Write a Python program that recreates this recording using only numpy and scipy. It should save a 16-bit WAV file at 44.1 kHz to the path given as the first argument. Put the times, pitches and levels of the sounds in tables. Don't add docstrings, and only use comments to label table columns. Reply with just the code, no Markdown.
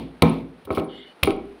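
import sys
import numpy as np
from scipy import signal
from scipy.io import wavfile
from scipy.ndimage import uniform_filter1d

SR = 44100
rng = np.random.default_rng(int(sys.argv[2]) if len(sys.argv) > 2 else 0)


def volts_from_db(level):
    exponent = np.asarray(level, float) / 20
    return 10 ** exponent


def to_wav(s):
    ch = np.atleast_2d(s).T
    pcm = np.round(np.clip(ch, -1, 1) * 32767)
    wavfile.write(sys.argv[1], SR, pcm.astype(np.int16))


N = 70560
LEAD_S = 0.4
M = N + round(LEAD_S * SR)

# pitch_hz [Hz], level_db [dB]
SNAP_COLOUR = [(300, -40), (1200, -8.5), (1650, -14.5), (2300, 6), (3700, 1.5), (6000, -9.5), (10000, -12),
               (16000, -11)]


def evened(x):
    return x / np.sqrt(np.mean(x ** 2) + 1e-20)


def read(points, hz):
    point_hz, value = np.transpose(points)
    return np.interp(np.log(hz + 1), np.log(point_hz + 1), value)


def add(mix, start_s, sound):
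    part = mix[round((start_s + LEAD_S) * SR):][:len(sound)]
    part += sound[:len(part)]


def colour(x, points, tilt_db=0):
    hz = np.abs(np.fft.fftfreq(8192, 1 / SR))
    tilt = tilt_db * np.log2((hz + 1) / 3000)
    log_gain = np.log(volts_from_db(read(points, hz) + tilt))
    response = np.exp(log_gain - 1j * signal.hilbert(log_gain).imag)
    taps = np.fft.ifft(response).real[:4096] * np.hanning(8192)[4096:]
    return signal.fftconvolve(x, taps)[:len(x)]


def ring(hz, db, t60, t):
    return volts_from_db(db - 60 * t / t60) * np.sin(2 * np.pi * hz * t)


def send(body, t):
    return body * np.exp(-t / 0.012)


def air():
    # pitch_hz [Hz], level_db [dB per Hz]
    air_colour = [(40, -52), (100, -15), (300, -1), (800, -4), (2500, -13), (4500, -21), (9000, -29),
                  (16000, -39)]
    drift = evened(uniform_filter1d(rng.standard_normal(M), 3000))
    return volts_from_db(-60 + 1.4 * drift) * evened(colour(rng.standard_normal(M), air_colour))


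def blows():
    # start_s [s], ring_db [dB], thump_db [dB], sway_db [dB]
    blow_list = [
        (-.17, -3.5, -23, -32.5),
        (0.2221, -3.5, -12, -35.5),
        (0.653, -50.5, -39, -65.5),
        (0.704, -30, -22.5, -67.5),
        (0.774, -21.5, -23.5, -50.5),
        (1.234, -20.5, -15.5, -37.5),
    ]
    # pitch_hz [Hz], level_db [dB], t60_s [s]
    counter_modes = [(163.9, -6.5, 0.45), (219.1, -9.5, 0.5), (227, -5.5, 0.31), (267.7, -3, 0.41),
                     (250, 1.5, 0.035), (350, 0, 0.037), (470.5, -3.5, 0.13), (488, -4, 0.17),
                     (672, -7.5, 0.034), (763, -11.5, 0.095), (922, -3.5, 0.023), (1085.5, -9, 0.059),
                     (1270, -13, 0.12), (2300, -10, .015)]
    thump_hz, thump_sag, thump_t60, thump_rise_s = 95.4, 0.48, 0.08, 0.008
    sway_hz, sway_from_s, sway_for_s, sway_fade_db = 56.7, 0.087, 0.31, -26
    pulp_hz, pulp_db, pulp_t60 = 573, -7.5, 0.032

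    out, wet, t = np.zeros(M), np.zeros(M), np.arange(SR) / SR
    body = sum(ring(*mode, t) * (-1) ** k for k, mode in enumerate(counter_modes)) / 3
    bent_t = t * (1 - thump_sag) + thump_sag * 0.034 * (1 - np.exp(-t / 0.023))
    thump_tone = np.sin(2 * np.pi * thump_hz * bent_t) * (1 - np.exp(-t / thump_rise_s))
    u = np.clip((t - sway_from_s) / sway_for_s, 0, 1)
    sway_tone = np.sin(np.pi * u) ** 0.51 * np.sin(2 * np.pi * sway_hz * t)
    for start_s, ring_db, thump_db, sway_db in blow_list:
        counter = volts_from_db(ring_db) * body
        thump = volts_from_db(thump_db - 60 * t / thump_t60) * thump_tone
        sway = volts_from_db(sway_db + sway_fade_db * u) * sway_tone
        pulp = ring(pulp_hz, thump_db + pulp_db, pulp_t60, t)
        add(out, start_s, counter + thump + sway + pulp)
        add(wet, start_s, send(counter, t))
    return out, wet


def kitchen(x):
    # pitch_hz [Hz], t60_s [s]
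    kitchen_t60 = [(60, 0.37), (200, 0.67), (500, .55), (1200, 0.36), (3000, 0.43), (8000, 0.27),
                   (16000, 0.21)]
    echoes = np.zeros(SR)
    at = np.arange(200, SR - 20, 20)
    echoes[at + rng.integers(0, 20, len(at))] = rng.choice([-1., 1.], len(at))
    hz, t, bands = signal.stft(echoes, SR, nperseg=512)
    fade = volts_from_db(-60 * t / read(kitchen_t60, hz)[:, None])
    tail = signal.istft(bands * fade, SR, nperseg=512)[1]
    return signal.fftconvolve(x, tail / np.linalg.norm(tail))[:M]


def cracks():
    # start_s [s], length_s [s], level_db [dB], snap_rate [snaps per s], tilt_db [dB per octave]
    crack_list = [(-.12, .002, -1, 9000, 5), (0.2199, 0.0013, -33, 7300, -7.5),
                  (.2222, .003, -14, 12000, -1), (.2252, 0.002, -9.5, 15000, 1.5),
                  (.2285, .02, -53, 9700, 2), (0.244, 0.21, -36, 22000, -3),
                  (0.648, 0.013, -49.5, 31000, 6.5), (0.701, 0.049, -44.5, 6900, 0),
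                  (0.742, 0.044, -40.5, 15000, 2.5), (.762, 0.0045, -56, 11000, 4),
                  (.778, 0.03, -35.5, 7000, -1.5), (0.802, 0.047, -51.5, 5600, 0.5),
                  (0.841, 0.0049, -56, 12000, 3.5), (1.229, 0.011, -19, 8950, -9),
                  (1.2339, .0015, -16, 18800, -0.5), (1.235, 0.0026, -21, 21000, 6),
                  (1.241, 0.013, -32, 3900, -8.5), (1.256, 0.0104, -32, 17000, 1),
                  (1.261, 0.069, -36, 7000, -9), (1.3065, 0.0017, -23.5, 2500, -6)]
    snap_size_db, between_snaps, clump_db = 5, 0.3, 2.2
    crack_fade_db, crush_fade_db_per_s = -3.5, -97.5

    out, wet, t = np.zeros(M), np.zeros(M), np.arange(SR // 4) / SR
    click = 1. * (t == 0)
    draw = rng.random(M)
    size = np.minimum(rng.exponential(1, M), 3)
    clumps = volts_from_db(clump_db * evened(uniform_filter1d(rng.standard_normal(M), size=120)))
    push = rng.standard_normal(M) * clumps
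    for start_s, length_s, db, rate, tilt_db in crack_list:
        first = round((start_s + LEAD_S) * SR)
        at = slice(first, first + len(t))
        u = np.minimum(t / length_s, 1)
        fade = volts_from_db(crack_fade_db * u + crush_fade_db_per_s * t)
        shape = np.clip(np.minimum(u, 1 - u) / 0.21, 0, 1) * fade
        hits = (draw[at] < rate / SR) * volts_from_db(snap_size_db * size[at])
        snaps = shape * (hits + between_snaps) * push[at] / np.sqrt(rate / SR * 10)
        add(out, start_s, volts_from_db(db) * colour(snaps, SNAP_COLOUR, tilt_db))
        add(wet, start_s, volts_from_db(db) * np.linalg.norm(snaps) * colour(click, SNAP_COLOUR, tilt_db))
    return out, wet


def splits():
    # start_s [s], level_db [dB], tilt_db [dB per octave]
    split_list = [
        (.2226, 8, -2),
        (.2231, 2, -2),
        (1.2338, 8, -2),
        (1.3068, -8, -4),
        (1.249, -10, -4),
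    ]
    out, t = np.zeros(M), np.arange(SR // 4) / SR
    for start_s, db, tilt_db in split_list:
        add(out, start_s, -volts_from_db(db) * colour(1. * (t == 0), SNAP_COLOUR, tilt_db))
    return out


def ticks():
    # start_s [s], level_db [dB], t60_s [s]
    tick_list = [
        (.2955, -34.5, 0.015),
        (0.725, -50.5, 0.018),
        (.787, -54, 0.0088),
        (0.843, -57, 0.077),
        (1.2545, -35, 0.02),
        (1.269, -38.5, 0.032),
        (1.303, -50, 0.074),
        (1.364, -50, 0.0058),
        (1.453, -65, 0.019),
    ]
    tick_hz, click_db = 9690, -12
    out, t = np.zeros(M), np.arange(SR // 4) / SR
    rise = 1 - np.exp(-t / 0.00077)
    click = volts_from_db(click_db) * colour(1. * (t == 0), SNAP_COLOUR)
    for start_s, db, t60 in tick_list:
        tone = ring(tick_hz, -1, t60, t) + ring(tick_hz * 1.04, -28, t60 / 2, t)
        add(out, start_s, volts_from_db(db) * (rise * tone + click))
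    return out


def knocks():
    # start_s [s], level_db [dB], contact_ms [ms]
    knock_list = [
        (.674, -30, 0.61),
        (.691, -26, 1),
        (0.7049, -12, 0.62),
        (0.7739, -14, 0.55),
        (0.8133, -18.5, 0.94),
        (1.274, -9, 0.48),
        (1.312, -24, 0.48),
        (1.373, -27, 1),
        (1.391, -31.5, 0.74),
    ]
    # pitch_hz [Hz], level_db [dB], t60_s [s]
    mortar_modes = [(262.7, -9, 0.09), (327, -4.5, 0.046), (334.8, 1.5, 0.063), (398.1, 2.5, 0.11),
                    (545.8, -2.5, 0.092), (638.4, -4, 0.1), (750, -14, 0.12), (786, -6.5, 0.12),
                    (993, 8.5, 0.0094), (1117, -3.5, 0.045), (1271.4, -1.5, 0.11), (2262, 4.5, 0.022)]
    spread_db, rise_turns = 3.5, 0.67

    out, wet, t = np.zeros(M), np.zeros(M), np.arange(SR // 2) / SR
    luck = rng.standard_normal((len(knock_list), len(mortar_modes)))
    for (start_s, db, contact_ms), row in zip(knock_list, luck):
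        body = np.zeros(len(t))
        for (hz, mode_db, t60), chance in zip(mortar_modes, row):
            rise = 1 - 0.87 * np.exp(-(t * hz / rise_turns) ** 2 * (hz / 500) ** 2)
            body += ring(hz, mode_db + spread_db * chance, t60, t) * rise
        u = t[:200] * 1000 / contact_ms
        push = u * np.exp(-u * 4)
        knock = -volts_from_db(db) / 3 * np.convolve(body, push / push.sum())[:len(t)]
        add(out, start_s, knock)
        add(wet, start_s, uniform_filter1d(send(knock, t), size=13))
    return out, wet


def chirps():
    # start_s [s], length_s [s], pitch_hz [Hz], width_hz [Hz], level_db [dB]
    chirp_list = [
        (0.885, .26, 2950, 142, -58.5),
        (.882, 0.192, 3200, 250, -62.5),
        (.882, 0.234, 3550, 450, -64),
        (0.964, 0.11, 3520, 370.4, -58.5),
        (0.874, 0.288, 4380, 350, -72.5),
        (0.892, 0.26, 1700, 432, -70.5),
        (0.917, 0.18, 2090, 250, -62),
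        (0.952, 0.074, 7500, 200, -72),
    ]
    out, t = np.zeros(M), np.arange(SR // 2) / SR
    for start_s, length_s, hz, width_hz, db in chirp_list:
        a, b, c = rng.standard_normal((3, SR // 2))
        r = np.exp(-np.pi * width_hz / SR)
        slow = signal.lfilter([1], [1, -2 * r, r * r], a + 1j * b)
        band = evened((slow * np.exp(2j * np.pi * hz * t)).real)
        throb = volts_from_db(1.5 * evened(uniform_filter1d(c, 600)))
        shape = np.clip(t / 0.0025, 0, 1) * np.clip((length_s - t) / 0.036, 0, 1)
        add(out, start_s, volts_from_db(db) * shape * throb * band)
    return out


def scene():
    blow, blow_wet = blows()
    crack, crack_wet = cracks()
    split = splits()
    knock, knock_wet = knocks()
    direct = air() + blow + crack + split + ticks() + knock + chirps()
    echo = kitchen(volts_from_db(1) * blow_wet)
    echo += kitchen(volts_from_db(-15.5) * (crack_wet + split))
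    echo += kitchen(volts_from_db(-2.5) * knock_wet)
    return (direct + echo)[None, M - N:]


def top_cut(x):
    return signal.sosfilt(signal.butter(12, 16520, fs=SR, output="sos"), x)


def record(dry):
    # pitch_hz [Hz], level_db [dB]
    mic_colour = [(30, -15.5), (70, 5), (4300, 6), (7300, -6.5), (9700, 9.5), (12000, 1), (15300, 3.5)]
    squeeze_from_db, squeeze, recover_db_per_s = -2, 0.2, 48
    top_edge = signal.firwin(301, 15800, fs=SR)
    x = signal.oaconvolve(colour(dry[0], mic_colour), top_edge, "same")
    power_db = 10 * np.log10(abs(uniform_filter1d(x ** 2, 200)) + 1e-12)
    fall_db = np.arange(N) * recover_db_per_s / SR
    held_db = np.maximum.accumulate(power_db + fall_db) - fall_db
    over_db = np.maximum(held_db - squeeze_from_db, 0)
    x = x / volts_from_db(squeeze * uniform_filter1d(over_db, 100))
    mix = np.clip(x, -0.98, 0.98)[None]
    return top_cut(mix)


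dry = scene()
out = record(dry)
to_wav(out)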